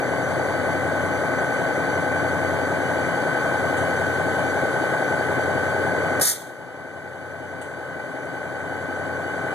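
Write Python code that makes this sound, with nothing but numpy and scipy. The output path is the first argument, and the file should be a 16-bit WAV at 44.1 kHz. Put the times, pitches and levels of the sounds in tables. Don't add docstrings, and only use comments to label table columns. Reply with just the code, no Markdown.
import sys
import numpy as np
from scipy import signal
from scipy.fft import rfft, irfft
from scipy.io import wavfile

SR = 44100
rng = np.random.default_rng(int(sys.argv[2]) if len(sys.argv) > 2 else 0)


def waveform_to_disk(signal):
    frames = np.transpose(np.atleast_2d(signal))
    scaled = np.clip(frames, -1, 1) * 32767
    samples = np.round(scaled).astype(np.int16)
    wavfile.write(sys.argv[1], SR, samples)


N = 420713
TIME, BINS = np.arange(N) / SR, np.fft.rfftfreq(N, 1 / SR)
CYCLE_HZ, CYLINDERS = 5.4038, 16


def gain_of(db):
    return 10 ** (np.asarray(db) / 20)


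def evened(x):
    return x / np.sqrt(np.mean(abs(x) ** 2) + 1e-20)


def read(points, hz):
    f, value = np.transpose(points)
    return np.interp(np.log(hz + 1), np.log(f + 1), value)


def read_over_time(points):
    return np.interp(TIME, *np.transpose(points))


def drift(hz, size=20000):
    return evened(np.interp(TIME * 2 * hz, np.arange(size), rng.standard_normal(size)))


def flutter(share, hz):
    share = np.clip(share, 0, 1)
    wavering = evened(drift(hz) + 1j * drift(hz))
    return np.sqrt(1 - share ** 2) + share * wavering


# pitch_hz, phase_rad
PORT_LAG = [(30, -2.6), (70, -.8), (200, -.8), (400, -.55), (850, -.6), (1300, 0), (1650, .7), (2620, 3.14),
            (13000, 28.27), (14100, 31)]


def lag(hz):
    return np.interp(hz, *np.transpose(PORT_LAG))


# pitch_hz, left_minus_right_db
LEAN = [(40, 1), (90, 2), (160, 6.5), (300, 4.5), (500, 2.5), (750, 3.5), (1100, 1), (2000, 1), (2600, 0),
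        (6000, 0)]
# pitch_hz, likeness (0-1)
COHERENCE = [(40, .7), (130, .6), (300, .85), (600, .95), (1300, .98), (2000, .92), (2400, .99),
             (2550, .9998), (2750, .9998), (3200, .8), (4000, .85), (7000, .6), (13000, .45)]


def ports(pair, colour, likeness=COHERENCE):
    a, b = rfft(pair)
    same = np.clip(read(likeness, BINS), 0, 1)
    lean = gain_of(read(LEAN, BINS) / 2)
    right = (same * a + np.sqrt(1 - same ** 2) * b) * np.exp(-1j * lag(BINS))
    spectra = np.array([a * lean, right / lean]) * gain_of(read(colour, BINS))
    return evened(irfft(spectra, N))


def coloured_noise(colour, likeness=COHERENCE):
    return ports(rng.standard_normal((2, N)), colour, likeness)


def placed(wave, lean_db, radians):
    lean = gain_of(lean_db / 2)
    left = wave.real * (np.sqrt(2) * lean)
    right = (wave * (np.sqrt(2) * np.exp(-1j * radians) / lean)).real
    return np.array([left, right])


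def tone(hz, wave):
    return placed(wave, read(LEAN, hz), lag(hz))


def stroke_strength(turn, pulse=0.21, lope_db=0.14, lope_place=0.18):
    lope = gain_of(lope_db * np.cos(2 * np.pi * (turn - lope_place)))
    return lope * (1 + pulse * np.cos(2 * np.pi * CYLINDERS * turn))


# pitch_hz, relative level_db per Hz
EXHAUST = [(12, -50), (30, -31), (60, -21), (110, -7), (160, -4.5), (210, -7), (300, 0), (380, -5.3),
           (550, -3.3), (820, -5), (950, -8), (1090, -6.5), (1350, -11), (1650, -7.5), (1810, -12.5),
           (1970, -7), (2200, -13.5), (2500, -23), (3500, -50)]
# pitch_hz, share (0-1)
REPEATS = [(40, .5), (130, .55), (300, .55), (450, .2), (700, .2), (900, .5), (1300, .45), (2200, .25)]


def engine(crank, level_db=-27.0, size=8192):
    turn = np.arange(size) / size
    strokes = stroke_strength(turn)
    orders = rfft(rng.standard_normal((2, size)) * strokes)
    bursts = irfft(orders / np.sqrt(abs(orders)))
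    steady = evened(np.array([np.interp(crank % 1, turn, b) for b in bursts]))
    fresh = evened(rng.standard_normal((2, N)) * np.interp(crank % 1, turn, strokes))
    share = read(REPEATS, BINS)
    drive = irfft(rfft(steady) * np.sqrt(share) + rfft(fresh) * np.sqrt(1 - share), N)
    return gain_of(level_db) * ports(drive, EXHAUST)


# place in the turn (0-1), pitch_hz at the centre, peak level_db before the port gain,
# glide_hz_per_s, half_length_s (to 1/e)
BOOMS = [(.04, 510, -28.5, -6000, .005), (.08, 660, -27, 0, .004), (.085, 380, -29, -9000, .005),
         (.155, 835, -28.5, 0, .004), (.16, 600, -20.5, 0, .0022), (.232, 835, -27.5, 0, .005),
         (.232, 570, -26, 0, .0022), (.275, 600, -29, 0, .004), (.322, 520, -25, 0, .005),
         (.365, 500, -28.5, 0, .004), (.41, 285, -32, 0, .008), (.452, 490, -25, 0, .0025),
         (.485, 550, -24, 0, .0035), (.487, 810, -30.5, 0, .004), (.572, 560, -26, 0, .002),
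         (.605, 480, -24, -9000, .005), (.645, 430, -24, 0, .0025), (.68, 590, -22.5, 0, .003),
         (.707, 640, -23.5, 0, .004), (.732, 815, -29.5, 0, .005), (.782, 560, -27, 0, .003),
         (.86, 600, -26, 0, .0022), (.922, 710, -27, -9000, .005), (.955, 480, -30, 0, .003),
         (.99, 590, -23, 0, .004)]


def booms(crank, size=4096):
    uneven = flutter(.18, 30)
    turn = np.arange(size) / size
    rings = 0
    for place, hz, db, glide, half_length in BOOMS:
        t = ((turn - place + .5) % 1 - .5) / CYCLE_HZ
        cycles = hz * t + glide * t ** 2 / 2 + rng.random()
        rings = rings + gain_of(db) * np.exp(-(t / half_length) ** 2 + 2j * np.pi * cycles)
    centre_hz = np.mean([row[1] for row in BOOMS])
    return tone(centre_hz, uneven * np.interp(crank % 1, turn, rings))


# pitch_hz, level_db before the swell, left_minus_right_db, right_lag_rad
HUMS = [(43.23, -57, 1, 3), (81.06, -55, -9, -2.4), (86.46, -55, 2, -2), (91.865, -43, 2, -1.1),
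        (92.475, -45.2, 2, -1.1), (123.3, -50, 14, .3), (129.69, -46, 5, -.5), (162.1, -51, 14, -1.4),
        (180.8, -44.5, 1, -2.2), (259.4, -47, 8, -1.3), (263.4, -46.5, 8, -1.1), (286.4, -41.7, 5, -.9),
        (389.1, -44.5, 0, -1.5), (399.9, -47, -4, -1.4), (410.7, -45, -1, -.5), (443.1, -46, 7, -1.2)]
# time_s, change_db at the centre pitch
DRONE_SWELL = [(0, -1), (4.5, -1), (5.3, 1), (6.5, 0.5), (7.5, 3.5), (9.5, 4)]


def hum(drone_hz=280, drone_width_hz=36):
    rough = flutter(.2, 14)
    swell_db = read_over_time(DRONE_SWELL)
    out = 0
    for k, (hz, db, lean_db, radians) in enumerate(HUMS):
        nearness = np.exp(-((hz - drone_hz) / drone_width_hz) ** 2)
        level = gain_of(db + swell_db * nearness)
        wave = (-1) ** k * level * rough * np.exp(2j * np.pi * hz * TIME)
        out = out + placed(wave, lean_db, radians)
    return out


# pitch_hz at mean speed, level_db before the swell, flutter (0-1)
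WHINES = [(599.5, -41.5, .3), (767.8, -44, .2), (779.7, -45.5, .3), (788.9, -44, .2), (832.2, -47, .2),
          (853.8, -40.8, .2), (1087, -53, .6), (1281, -45.5, .5), (1472, -37.6, .25), (1507, -50, .2),
          (1525.1, -31, .12), (1554, -50.5, .2), (1559.7, -41.5, .3), (1564.5, -48, .3), (1597, -49, .4),
          (1634, -45, .3), (1708, -53, .3), (1833, -54, .2), (1960, -52, .6), (2135, -56, .3),
          (2338, -48.5, .5), (2378, -59, .6), (2995, -52, .7), (3117, -58, .5), (3898, -65, .6)]
# start_s, change_db
WHINE_SWELL = [(0, -2.5), (1.6, 0.5), (2.1, 1), (2.6, -0.8), (3.3, 2), (6.1, 1), (9.5, 2.5)]


def whine(wander=0.00025, flutter_width=.007):
    shaft = np.cumsum(1 + wander * drift(1.201)) / SR
    out = 0
    for hz, db, share in WHINES:
        wave = flutter(share, flutter_width * hz) * np.exp(2j * np.pi * hz * shaft)
        out = out + tone(hz, gain_of(db) * wave)
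    return gain_of(read_over_time(WHINE_SWELL)) * out


# pitch_hz, level_db at the start, flutter (0-1), change_db_per_s
WHISTLES = [(4527, -57.5, 0.73, -0.16), (4590, -55.5, 0.61, -0.03), (6055, -53.5, 0.7, -.5),
            (7480, -57, .9, 0.3), (9180, -61.5, 0.77, -0.17), (10700, -70, .9, 0)]


def whistles(crank, throb=0.17, flutter_width=.006):
    out = 0
    for hz, db, share, db_per_s in WHISTLES:
        pulse = 1 + throb * np.cos(2 * np.pi * (crank + rng.random()))
        wave = flutter(share, flutter_width * hz) * np.exp(2j * np.pi * hz * TIME)
        out = out + tone(hz, gain_of(db + db_per_s * TIME) * pulse * wave)
    return out


# pitch_hz, relative level_db per Hz
HISS = [(2000, 5), (2600, 0.5), (3200, 9), (3900, 2.5), (5300, -2), (7000, 1.5), (9200, 0.5), (11000, -5),
        (12800, -7.5), (13700, -10)]
# start_s, level_db
HISS_LEVEL = [(0, -43), (2.5, -42.5), (4.3, -41), (6, -43), (9.5, -43)]


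def fans():
    flicker_db = .3 * drift(15)
    return gain_of(read_over_time(HISS_LEVEL) + flicker_db) * coloured_noise(HISS)


# start_s, level_db of the hiss, t60_s
SPITS = [(3.771, -43, 0.45), (7.615, -38, 0.5)]
# pitch_hz, relative level_db per Hz
SPIT_COLOUR = [(1500, -17), (3000, 7), (5000, -17), (7500, 3), (9200, 5.5), (10500, -10), (14000, -15)]


def spits(rise_s=.012, puff_db=5, puff_t60=.09):
    strength = 0
    for s, db, t60 in SPITS:
        since = abs(TIME - s)
        fade = gain_of(-60 * since / t60) + gain_of(puff_db - 60 * since / puff_t60)
        strength = strength + np.clip((TIME - s) / rise_s + .5, 0, 1) * gain_of(db) * fade
    return strength * coloured_noise(SPIT_COLOUR)


OPEN_S, SHUT_S = 6.211, 6.303


def valve(snap_s=0.0043, leak_s=.014, leak_db=-33, open_db=-14, full_db=-1.24, shut_t60=0.15):
    leak = gain_of(leak_db) * ((TIME > OPEN_S - leak_s) & (TIME < OPEN_S + snap_s))
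    opened = np.clip((TIME - OPEN_S) / snap_s, 0, 1)
    swell_db = np.interp(TIME, [OPEN_S, SHUT_S], [open_db, full_db])
    release_db = -60 * np.maximum(TIME - SHUT_S, 0) / shut_t60
    return leak + opened * gain_of(swell_db + release_db)


# pitch_hz, relative level_db per Hz
JET = [(400, -27), (1300, -1), (1950, 3.5), (2700, -14), (3400, -1), (4400, 0), (4800, 4), (5400, 5),
       (6600, 6), (7900, 6.5), (9200, 8.5), (9700, 8), (10400, 8.5), (11900, 3), (12500, 5), (13100, -1),
       (13700, 5.5)]


def brake_jet():
    # pitch_hz, likeness (0-1)
    direct = [(2000, .95), (2450, .9998), (2900, .9998), (3500, .9), (9000, .8), (13000, .7)]
    sputter_db = .9 * drift(100) + 1.2 * drift(900)
    return valve() * gain_of(sputter_db) * coloured_noise(JET, direct)


# pitch_hz, relative level_db per Hz
ECHO_COLOUR = [(1300, -7), (2000, 8), (2700, -8), (3400, 8), (4600, 2), (5300, 1), (6600, 7), (7900, 6),
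               (9200, 7), (10400, 3), (11600, 4), (12800, -4), (13700, 3)]


def brake_echo(build_s=0.033, level_db=-13, t60=0.48):
    ragged_db = 1.2 * drift(70)
    build = np.clip((TIME - OPEN_S) / (SHUT_S - OPEN_S + build_s), 0, 1)
    fade_db = level_db - 60 * np.maximum(TIME - SHUT_S, 0) / t60
    return build * gain_of(fade_db + ragged_db) * coloured_noise(ECHO_COLOUR)


# centre_s, pitch_hz, width_hz, peak level_db
SPURTS = [(6.226, 10300, 1500, -19), (6.255, 11200, 1100, -12), (6.276, 6600, 704, -11.5),
          (6.299, 6400, 900, -14)]


def spurts(half_length_s=.005):
    out = 0
    for s, hz, width_hz, db in SPURTS:
        flare = gain_of(db) * np.exp(-((TIME - s) / half_length_s) ** 2)
        wave = flutter(1, width_hz / 2) * np.exp(2j * np.pi * hz * TIME)
        out = out + tone(hz, flare * wave)
    return out


def scene():
    wander = .0004
    crank = np.cumsum(CYCLE_HZ * (1 + wander * drift(1.491))) / SR
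    locomotive = engine(crank) + booms(crank) + hum() + whine() + whistles(crank) + fans()
    air = spits() + brake_jet() + brake_echo() + spurts()
    return locomotive + air


# pitch_hz, relative level_db per Hz
SELF_NOISE = [(2600, -10), (3500, 6), (13500, -4)]


def record(dry, threshold_db=-18.0, attack_s=0.0089, fall_db_per_s=3.5, slope=0.96,
           self_noise_db=-64, edge_hz=14020):
    r = np.exp(-1 / (attack_s * SR))
    power = signal.lfilter([1 - r], [1, -r], (dry ** 2).mean(0))
    power_db = 10 * np.log10(power + 1e-12)
    fall_db = TIME * fall_db_per_s
    held_db = np.maximum.accumulate(power_db + fall_db) - fall_db
    over_db = np.maximum(held_db - threshold_db, 0)
    ducked = dry / gain_of(slope * over_db)
    noisy = ducked + gain_of(self_noise_db) * coloured_noise(SELF_NOISE)
    low_pass = signal.firwin(1023, edge_hz, window=("kaiser", 9), fs=SR)
    return signal.oaconvolve(noisy, low_pass[None], "same")


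dry = scene()
out = record(dry)
waveform_to_disk(out)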